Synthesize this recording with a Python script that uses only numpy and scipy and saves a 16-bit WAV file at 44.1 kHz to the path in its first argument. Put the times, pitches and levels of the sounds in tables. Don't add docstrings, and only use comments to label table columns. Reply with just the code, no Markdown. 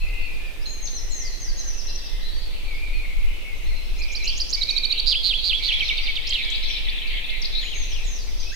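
import sys
import numpy as np
from scipy import signal
from scipy.fft import rfft, irfft, next_fast_len
from scipy.io import wavfile

SR = 44100
rng = np.random.default_rng(int(sys.argv[2]) if len(sys.argv) > 2 else 0)


def magnitude_from_level(level_db):
    exponent = np.asarray(level_db, float) / 20
    return 10 ** exponent


def digitize_waveform(pressure):
    field = np.atleast_2d(pressure).T
    bounded = np.clip(field, -1, 1)
    quanta = np.round(bounded * 32767).astype(np.int16)
    wavfile.write(sys.argv[1], SR, quanta)


N = 377055


def coloured(points, alike):
    hz, db = np.transpose(points)
    size = 2 * next_fast_len(N // 2 + 1)
    f = np.maximum(np.arange(size // 2 + 1) * SR / size, 1)
    gain = magnitude_from_level(np.interp(np.log(f), np.log(hz), db, left=-90, right=-90))
    one, left, right = irfft(rfft(rng.standard_normal((3, size))) * gain, size)[:, :N]
    out = np.sqrt(alike) * one + np.sqrt(1 - alike) * np.array([left, right])
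    return out / out.std()


def flutter(rate_hz):
    low = signal.butter(2, rate_hz, fs=SR, output="sos")
    wobble = signal.sosfilt(low, rng.standard_normal((2, N)))
    return wobble / wobble.std()


def add_stroke(track, s, length, hz0, hz1, hz2, db, buzz=0., overtone_db=-42.):
    buzz_hz, swing_hz = 173, 480
    wander = .06
    lead = 1.26
    n = max(int(length * SR), 16)
    u = np.arange(n) / n
    hz = hz0 * (1 - u) * (1 - 2 * u) + 4 * hz1 * u * (1 - u) + hz2 * u * (2 * u - 1)
    turn = 2 * np.pi * buzz_hz * u * length + wander * np.cumsum(rng.standard_normal(n))
    phase = 2 * np.pi * np.cumsum(hz - buzz * swing_hz * np.cos(turn + lead)) / SR
    chop = 1 - min(buzz, .85) * np.abs(.5 + .5 * np.cos(turn)) ** 1.5
    swell = np.sin(np.pi * u) ** .5 * chop
    overtones = np.sin(2 * phase) + np.sin(3 * phase) * (hz < 5300)
    tone = np.sin(phase) + magnitude_from_level(overtone_db) * overtones
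    i = max(int(s * SR), 0)
    track[i:i + n] += (magnitude_from_level(db + 4.5) * swell * tone)[:N - i]


def sing(notes=(), phrases=(), overtone_db=-54.0):
    track = np.zeros(N)
    for note in notes:
        add_stroke(track, *note, overtone_db=overtone_db)
    for strokes, cues in phrases:
        off_pitch = 1 + 0.0051 * rng.standard_normal(len(cues))
        for (s, cue_db, *share), bend in zip(cues, off_pitch):
            bend = bend * np.prod(share)
            for dt, length, a, b, c, db, buzz in strokes:
                add_stroke(track, s + dt, length, a * bend, b * bend, c * bend, db + cue_db, buzz, overtone_db)
    return track


def slides(rows, lift_hz=0., hold=0., buzz=0.):
    return [(s, length, a, (a + b) / 2 + lift_hz + hold * (a - b), b, db, buzz)
            for s, length, a, b, db in rows]


def level_whistles(rows, buzz=0., sag=0.):
    return [(s, length, hz * (0.95 + sag), hz, hz * (0.93 - sag), db, buzz) for s, length, hz, db in rows]


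def wood(track, wet_db):
    trunk_t60_s, leaf_t60_s, gap_s = 1, 0.049, 0.0087
    t = np.arange(SR) / SR
    fade = magnitude_from_level(-60 * t / trunk_t60_s) + magnitude_from_level(9 - 60 * t / leaf_t60_s)
    tail = rng.standard_normal((2, len(t))) * fade * np.clip(t / gap_s, 0, 1)
    tail *= magnitude_from_level(wet_db) / np.sqrt(np.sum(tail ** 2, axis=1, keepdims=True))
    return signal.fftconvolve(track[None], tail, axes=1)[:, :N]


def placed(track, pan_db, wet_db, rough, late=0, shadow=((1000, 0, 0.),)):
    size = 2 * next_fast_len(N // 2 + 1)
    f = np.arange(size // 2 + 1) * SR / size
    hz, db, lead = np.transpose(shadow)
    response = magnitude_from_level(np.interp(f, hz, db)) * np.exp(1j * np.interp(f, hz, lead))
    left = irfft(rfft(np.roll(track, late), size) * response, size)[:N]
    direct = np.array([left * magnitude_from_level(pan_db / 2), track * magnitude_from_level(-pan_db / 2)])
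    return direct * (1 + rough * flutter(166.0)) + wood(track, wet_db)


def air():
    # frequency in Hz, level in dB per Hz.
    air_curve = [(4.7, -48), (8.0, -4.5), (28, -5.5), (54, -25), (170, -43), (450, -41.5), (1600, -55.5),
                 (2080, -100)]
    # time in seconds, level in dB.
    gusts = [(0.0, -27), (0.36, -31), (2.66, -30), (3.31, -27.5), (3.45, -34), (3.67, -28.5), (4.55, -31),
             (8.43, -30), (8.55, -30)]
    # frequency in Hz, level in dB per Hz.
    hiss_curve = [(700, -7), (1500, -6), (3000, 2.5), (7000, -9), (10000, -10), (14000, -11),
                  (16000, -16.5)]
    low = signal.butter(2, 75, fs=SR, output="sos")
    wind = signal.sosfiltfilt(low, coloured(air_curve, 0.042))
    wash = coloured(air_curve, 0.41)
    wash = wash - signal.sosfiltfilt(low, wash)
    gust_s, gust_db = np.transpose(gusts)
    gust_db = np.interp(np.arange(N) / SR, gust_s, gust_db)
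    ends = np.clip(np.minimum(np.arange(N), np.arange(N)[::-1]) / 1500, 0, 1)
    wind = wind * ends * magnitude_from_level(3.0 + 1.94 * (gust_db - gust_db.mean()))
    rumble = magnitude_from_level(-27.5) * (wind + wash * ends * magnitude_from_level(0.5))
    return rumble + coloured(hiss_curve, 0.12) * magnitude_from_level(-48.0)


def flock_loudness(rows, swell, fade):
    t = np.arange(0, N + 441, 441) / SR
    power = 0
    for s, hold, db in rows:
        bout_db = db - swell * np.maximum(s - t, 0) - fade * np.maximum(t - s - hold, 0)
        power = power + magnitude_from_level(bout_db) ** 2
    return np.interp(np.arange(N) / SR, t, np.sqrt(power))


def chorus(count=520):
    # centre in Hz, spread in Hz, note length in seconds.
    voices = [
        (1910, 157.4, 0.0292),
        (2500, 285.6, 0.01997),
        (3600, 535, 0.01598),
        (5200, 568, 0.0146),
    ]
    # start in seconds, hold in seconds, level in dB.
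    flock_bouts = [
        [(1.1, 1.27, -52), (4.4, 0.26, -56.5), (6.5, 0.028, -46), (6.95, 0.25, -48.5), (7.5, 0.75, -52)],
        [(0., 0.34, -45.5), (2.7, 1.05, -44), (3.7, 1.6, -51), (5.8, 1.5, -35.5)],
        [(0., 0.41, -53), (2.2, 0.037, -44), (2.9, 2.7, -51.5), (4.1, 0.82, -47), (5.25, 1.5, -32.5), (6.9, 0.17, -37.5), (7.6, 1.3, -47.5)],
        [(1.2, 0.11, -61), (1.75, 0.35, -44.5), (4.45, 0.086, -39.5), (5.85, 0.046, -42), (7.6, 0.35, -54), (8.45, 0.11, -44.5)],
    ]
    swells = (22, 31.8, 24.3, 25.9)
    fades = (63, 12, 12, 40)
    out = 0
    for (centre_hz, spread_hz, length), rows, swell, fade in zip(voices, flock_bouts, swells, fades):
        scatter = 2.433 * (rng.random((count, 4)) - rng.random((count, 4)))
        notes = []
        for (s, r), (a, b, c, d) in zip(rng.random((count, 2)), scatter):
            slur = (b + np.sign(b)) * np.array([.6, 0.098 * c, -.6])
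            pitches = centre_hz + spread_hz * (0.5995 * a + slur)
            notes.append((8.5 * s, length * (0.3894 + r), *pitches, 2 * d))
        crowd = sing(notes)
        far = wood(crowd, 0) + crowd * magnitude_from_level(-12)
        out = out + far / far.std() * flock_loudness(rows, swell, fade)
    return out


def pipit_and_ticks():
    # start in seconds, length in seconds, pitch in Hz, level in dB.
    pips = [(.001, 0.029, 4260, -43.5), (.221, 0.049, 4400, -46.5), (.656, 0.017, 4203, -27.5),
            (.681, .13, 4130, -53), (.924, 0.066, 4190, -41.5), (1.103, 0.048, 4193, -37.5),
            (1.319, 0.042, 4160, -40), (1.579, 0.039, 4110, -39), (1.874, 0.036, 4140, -38),
            (2.223, 0.093, 4050, -39), (2.644, 0.055, 4460, -45.5), (2.69, 0.13, 4930, -55),
            (3.643, 0.1, 4270, -48), (3.754, .047, 4160, -41), (3.972, 0.058, 4190, -44),
            (5.074, 0.059, 4630, -35), (5.826, 0.022, 4430, -33), (5.975, .018, 4500, -28),
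            (6.031, 0.016, 4830, -31), (7.3, 0.059, 4100, -42.5), (8.027, 0.038, 4010, -45)]
    # start in seconds,
    # length in seconds, start in Hz, end in Hz, level in dB.
    ticks = [(.61, 0.027, 4570, 5700, -45), (.635, 0.022, 3200, 4600, -51), (7.742, 0.051, 6300, 6550, -37),
             (2.92, .07, 4500, 4150, -46), (4.195, 0.055, 4150, 3950, -37.5),
             (8.42, 0.124, 2450, 2720, -44.5), (2.665, .1, 2400, 2150, -37), (.855, .0096, 4850, 6000, -37),
             (.872, 0.0064, 4700, 3300, -32), (4.7, .026, 4740, 6200, -64), (8.4, 0.015, 4450, 5260, -35),
             (4.7, 0.0127, 7300, 4900, -41), (4.3, 0.0071, 5000, 6300, -40),
             (6.5, 0.0075, 4050, 8700, -38.5), (8.515, 0.035, 1470, 2050, -41.5)]
    first_s, gap_s, length = .068, .13, .025
    trill_tick = 5150, 4450, -53
    # offset from cue in seconds, length in seconds,
    # start, middle and end in Hz, level in dB, buzz 0-1.
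    climb = [(0.015 * k, .017, 2300 + 95 * k, 2650 + 110 * k, 3000 + 125 * k, 0, 0.) for k in range(6)]
    # time in seconds, level in dB.
    climb_cues = [
        (4.237, -31.5),
        (4.917, -34),
    ]
    ticks = ticks + [(first_s + k * gap_s, length, *trill_tick) for k in range(4)]
    track = sing(level_whistles(pips) + slides(ticks), [(climb, climb_cues)])
    return placed(track * magnitude_from_level(-3.5), .2, 2.3, .4)


def deep_birds():
    # start in seconds, length in seconds, pitch in Hz, level in dB.
    deep = [(.005, 0.076, 2598, -35.5), (.09, 0.15, 2556, -39), (.22, 0.092, 2500, -38.5),
            (1.2, 0.14, 2060, -47), (2.773, 0.077, 2420, -36.5), (2.837, 0.078, 2300, -40),
            (2.902, .12, 2468, -38), (2.911, 0.079, 2130, -52), (3.032, 0.029, 2240, -34.5),
            (3.104, 0.029, 2200, -37), (3.165, 0.11, 2200, -44), (3.44, 0.11, 2213, -40),
            (3.603, .077, 2100, -52), (3.692, 0.049, 2100, -50)]
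    # start in seconds, length in seconds, pitch in Hz, level in dB.
    deeper = [(0., .35, 2080, -47), (.06, .24, 2740, -40), (.33, .2, 2450, -44), (.381, .3, 1785, -53),
              (.95, .7, 2020, -54), (1.44, .29, 1640, -57), (1.701, .45, 2720, -51), (2.001, .4, 2070, -54),
              (3.25, .21, 2980, -48)]
    # start in seconds, length in seconds, pitch in Hz, level in dB.
    calls = [
        (2.29, .22, 4500, -42),
        (5.601, .6, 800, -59),
        (5.65, .55, 1250, -60),
    ]
    notes = level_whistles(deep, 0.085, sag=0.029)
    notes += level_whistles(deeper, .1) + level_whistles(calls, .3)
    return placed(sing(notes) * magnitude_from_level(-5.0), 1.8, 3.6, .6)


def high_warbler():
    # start in seconds, length in seconds, start in Hz, end in Hz, level in dB.
    hooks = [(.652, 0.14, 6280, 6070, -40.5), (.814, 0.082, 6240, 5620, -32),
             (1.567, 0.054, 6400, 5290, -32), (7.6, 0.12, 6500, 6130, -47), (7.79, .055, 6230, 5460, -36),
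             (8.505, 0.083, 6100, 5970, -45)]
    # start in seconds, length in seconds, start in Hz, end in Hz, level in dB.
    slurs = [(.938, 0.068, 6150, 4910, -33.5), (1.398, 0.073, 6370, 4920, -34),
             (1.47, 0.046, 4880, 4060, -35.5), (1.659, 0.061, 6140, 5540, -33),
             (1.768, 0.049, 5920, 4360, -33), (1.86, 0.02, 5800, 5530, -33),
             (1.884, 0.019, 5100, 4600, -35), (1.95, 0.017, 5800, 5650, -33.5),
             (1.985, 0.017, 4800, 4440, -37), (2.04, 0.046, 5150, 4070, -41),
             (7.885, 0.064, 5950, 4520, -37.5), (8.378, 0.091, 6260, 4160, -40)]
    # offset from cue in seconds, length in seconds, start, middle and end in Hz,
    # level in dB, buzz 0-1.
    dive = [
        (0., 0.031, 8050, 7200, 6660, -5.5, 0.04),
        (.014, .098, 6850, 6340, 5950, 1.5, 0.13),
        (.086, .049, 6090, 5900, 5220, 2, 0.),
        (.135, 0.066, 5300, 4700, 4000, -0.5, 0.17),
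    ]
    # time in seconds, level in dB.
    dive_cues = [
        (1.1, -34.5),
        (8.043, -39),
    ]
    track = sing(slides(hooks, lift_hz=482) + slides(slurs, hold=0.33), [(dive, dive_cues)])
    return placed(track * magnitude_from_level(-6.5), 4.1, 3.4, .5)


def left_birds():
    # start in seconds, length in seconds, foot in Hz, crest in Hz, level in dB.
    arches = [(0.874, 0.013, 3360, 5020, -34), (3.548, 0.12, 5960, 6550, -56),
              (7.444, 0.019, 3200, 5050, -22.5), (7.628, 0.15, 1712, 3486, -33.5),
              (7.913, 0.056, 2680, 3530, -35)]
    # start in seconds, length in seconds, start in Hz, end in Hz, level in dB.
    quips = [(6.625, 0.022, 4750, 6000, -41), (6.648, .006, 4700, 5600, -33), (7.07, .014, 5400, 4200, -44),
             (7.165, 0.015, 2900, 3100, -34), (7.18, 0.011, 2960, 3430, -30),
             (7.455, 0.015, 3800, 3730, -35), (6.7, 0.016, 2860, 3670, -24),
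             (7.417, 0.0155, 6200, 4100, -27.5)]
    # start in seconds, length in seconds, start, middle and end in Hz, level in dB, buzz 0-1.
    churrs = [(6.671, 0.093, 5580, 5350, 4950, -35.5, .8), (7.525, .085, 3600, 3943, 4180, -24, 0.43),
              (7.6, 0.046, 4060, 3470, 3000, -30, 0.4), (7.952, 0.087, 2880, 2610, 2320, -36.5, 0.4)]
    dip = [(0., .016, 4460, 4030, 3730, 0, 0.)]
    flick = [(-.017, 0.0118, 3600, 3815, 4200, 2, 0.01), (-.008, 0.0094, 4000, 4650, 5200, -6, 0.013),
             (-.002, 0.0072, 3500, 4300, 5200, -8, 0.)]
    tumble = [
        (0., 0.023, 3070, 3350, 3270, 2, 0.),
        (.021, 0.014, 3240, 2790, 1950, -4, 0.),
        (.095, .014, 2100, 3300, 4500, -14, 0.),
    ]
    # time in seconds, level in dB and, for dips and flicks, pitch share.
    dip_cues = [(6.3, -36, 1.), (6.41, -32, 1.), (6.518, -28, 0.93), (6.624, -30, .98), (6.733, -31, 1.),
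                (6.849, -30, .98), (6.978, -28, 0.86), (7.103, -33, 0.75), (7.24, -31, 0.89)]
    flick_cues = [(6.242, -36, 1.), (6.345, -24, 0.88), (6.451, -29, 1.02), (6.558, -25, 1.),
                  (6.667, -27, .97), (6.78, -27, 1.), (6.902, -25.5, .94), (7.035, -30, 0.83),
                  (7.167, -30.5, 0.84), (7.307, -30, 0.91)]
    tumble_cues = [(6.514, -29)]
    ups = [(s, length / 2, foot, crest, db) for s, length, foot, crest, db in arches]
    downs = [(s + half, half, crest, foot, db) for s, half, foot, crest, db in ups]
    notes = slides(ups + downs, lift_hz=130, buzz=.14) + churrs + slides(quips)
    track = sing(notes, [(flick, flick_cues), (dip, dip_cues), (tumble, tumble_cues)])
    return placed(track * magnitude_from_level(-5.0), 7.6, -0.74, .4, late=-2)


def nearer_thrush():
    # start in seconds, length in seconds, pitch in Hz, level in dB.
    whistles = [(3.988, .047, 2448, -31), (4.048, 0.018, 2300, -41), (4.1, 0.028, 2420, -29),
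                (4.167, 0.079, 2380, -34.5), (4.554, 0.065, 2280, -36), (4.663, 0.13, 2436, -31.5),
                (4.812, 0.16, 2400, -37), (5.595, 0.043, 2344, -30), (5.719, 0.017, 2386, -25),
                (6.44, 0.066, 2310, -34), (6.709, 0.11, 2390, -38), (7.125, 0.048, 2173, -33.5),
                (7.271, 0.09, 2152, -37)]
    return placed(sing(level_whistles(whistles, 0.2)) * magnitude_from_level(-7.0), -7.0, 5.5, 0.38)


def finch_buzzes():
    # start in seconds, crest in Hz, level in dB, depth share.
    buzzes = [(5.06, 4500, -14, 1.42), (5.231, 4365, -15.5, 1), (5.432, 4396, -16.5, 1),
              (5.623, 4250, -19, 1.1)]
    length, tip_s, depth = .058, 0.0242, 0.7
    notes = []
    for s, hz, db, share in buzzes:
        notes.append((s, length, hz * 0.94, hz * 0.98, hz, db, share * depth))
        notes.append((s + length - 0.009, tip_s, hz, hz * 0.95, hz * 0.87, db - 1.5, share * depth))
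    return notes + level_whistles([(s, length, 6840, db - 31) for s, hz, db, share in buzzes], 1.0)


def rasp(track, db):
    loud = np.tanh(3 * track / np.abs(track).max())
    smear = flutter(550)
    breath = loud ** 2 * smear[0] + 2.6 * loud ** 3 * smear[1]
    high = signal.butter(6, 6000, "high", fs=SR, output="sos")
    return track + magnitude_from_level(db) * signal.sosfilt(high, breath)


def close_finch():
    # offset from cue in seconds, length in seconds, start, middle and end in Hz,
    # level in dB, buzz 0-1. The slip is a lower first drop; a level low heel ends every drop.
    chip = [
        (-.038, 0.029, 5550, 6230, 7140, -17, 1.2),
        (-.002, 0.014, 4010, 4600, 5850, -6, 0.36),
        (.012, 0.018, 5400, 4640, 4680, -8, 0.),
    ]
    trill = [(-.013, 0.0195, 4260, 4184, 4160, -11.5, 0.0043), (-.004, .013, 4050, 3864, 3790, -2.5, 0.027),
             (.004, 0.0077, 8100, 6200, 4830, -27.5, 0.0067), (.007, .007, 3600, 3050, 4200, -17, 0.),
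             (.011, 0.011, 4030, 4490, 4380, -1.5, 0.0095)]
    roll = [(-.037, 0.026, 3780, 3330, 2930, 4.5, 0.23), (-.016, .017, 2963, 2653, 2266, -4.5, 0.032),
            (0., 0.0163, 2413, 3103, 3250, 2.5, 0.), (.013, 0.024, 3240, 3400, 3350, 1.5, 0.1),
            (.038, 0.035, 3350, 3300, 3280, -3.5, 0.32)]
    drop = [(-.012, 0.0052, 3600, 4120, 5070, 3.5, 0.0017), (-.009, 0.0064, 4650, 5500, 6250, -19, 0.),
            (-.003, .008, 3600, 3650, 3450, 9, 0.), (.002, .011, 3420, 3010, 2430, 7, 0.012)]
    slip = [(-.012, 0.0054, 3600, 4080, 5070, -9, 0.), (0., .009, 3150, 3170, 2870, 1, 0.),
            (.006, .012, 2817, 2600, 2430, -5, 0.)]
    heel = [(0., .024, 2340, 2280, 2196, 0, 0.023)]
    flourish = [(0., .011, 4500, 5360, 7500, -17, 0.), (.005, 0.014, 3800, 5070, 5200, -4, 0.42),
                (.021, 0.014, 4300, 6240, 8260, -10.5, 0.014), (.038, 0.011, 5500, 4460, 3900, -1.5, 0.),
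                (.03, 0.04, 3130, 3200, 3120, -6, 0.), (.057, .016, 2590, 3500, 5230, -1, 0.),
                (.072, 0.03, 4710, 3190, 2880, 2, 0.3), (.098, .07, 2950, 2430, 2300, -5.8, 0.45)]
    # time in seconds, level in dB and, for chips, pitch share.
    chip_cues = [(4.0188, -25.5, 1.01), (4.151, -18.5, 0.99), (4.274, -13, 0.98), (4.4007, -13, 1.003),
                 (4.5286, -10.5, 0.99)]
    trill_cues = [(4.6189, -14), (4.693, -14.5), (4.7665, -14.5), (4.8385, -15), (4.9104, -14.5),
                  (4.985, -14)]
    roll_cues = [(5.149, -22), (5.335, -21.5), (5.529, -21), (5.718, -21.5)]
    drop_cues = [(5.891, -26.5), (5.981, -30), (6.071, -31.5), (6.166, -31)]
    slip_cues = [(5.805, -16.5)]
    heel_cues = [(5.819, -23), (5.903, -23), (5.992, -33), (6.083, -24.5), (6.177, -32)]
    flourish_cues = [(6.265, -21)]
    # frequency in Hz, level in dB,
    # lead over the right in radians.
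    left_shadow = [(2250, -3, 1.2), (2600, -3.5, -.1), (3200, -8, -1.1), (3600, -16, -.1), (3950, -14, -.3),
                   (4450, -10, .1), (5000, -6, -.4), (8000, -7, 0.)]
    phrases = [(chip, chip_cues), (trill, trill_cues), (roll, roll_cues), (drop, drop_cues),
               (slip, slip_cues), (heel, heel_cues), (flourish, flourish_cues)]
    track = rasp(sing(finch_buzzes(), phrases, overtone_db=-82.0), -40.5)
    return placed(track * magnitude_from_level(-.5), 0, -10, .22, shadow=left_shadow)


def scene():
    birds = close_finch() + left_birds() + high_warbler()
    birds += pipit_and_ticks() + nearer_thrush() + deep_birds()
    return birds + chorus() + air() * magnitude_from_level([[-.5], [.5]])


def low_pass(x):
    return signal.sosfilt(signal.butter(12, 15850, fs=SR, output="sos"), x)


def record(dry):
    return low_pass(dry)


dry = scene()
out = record(dry)
digitize_waveform(out)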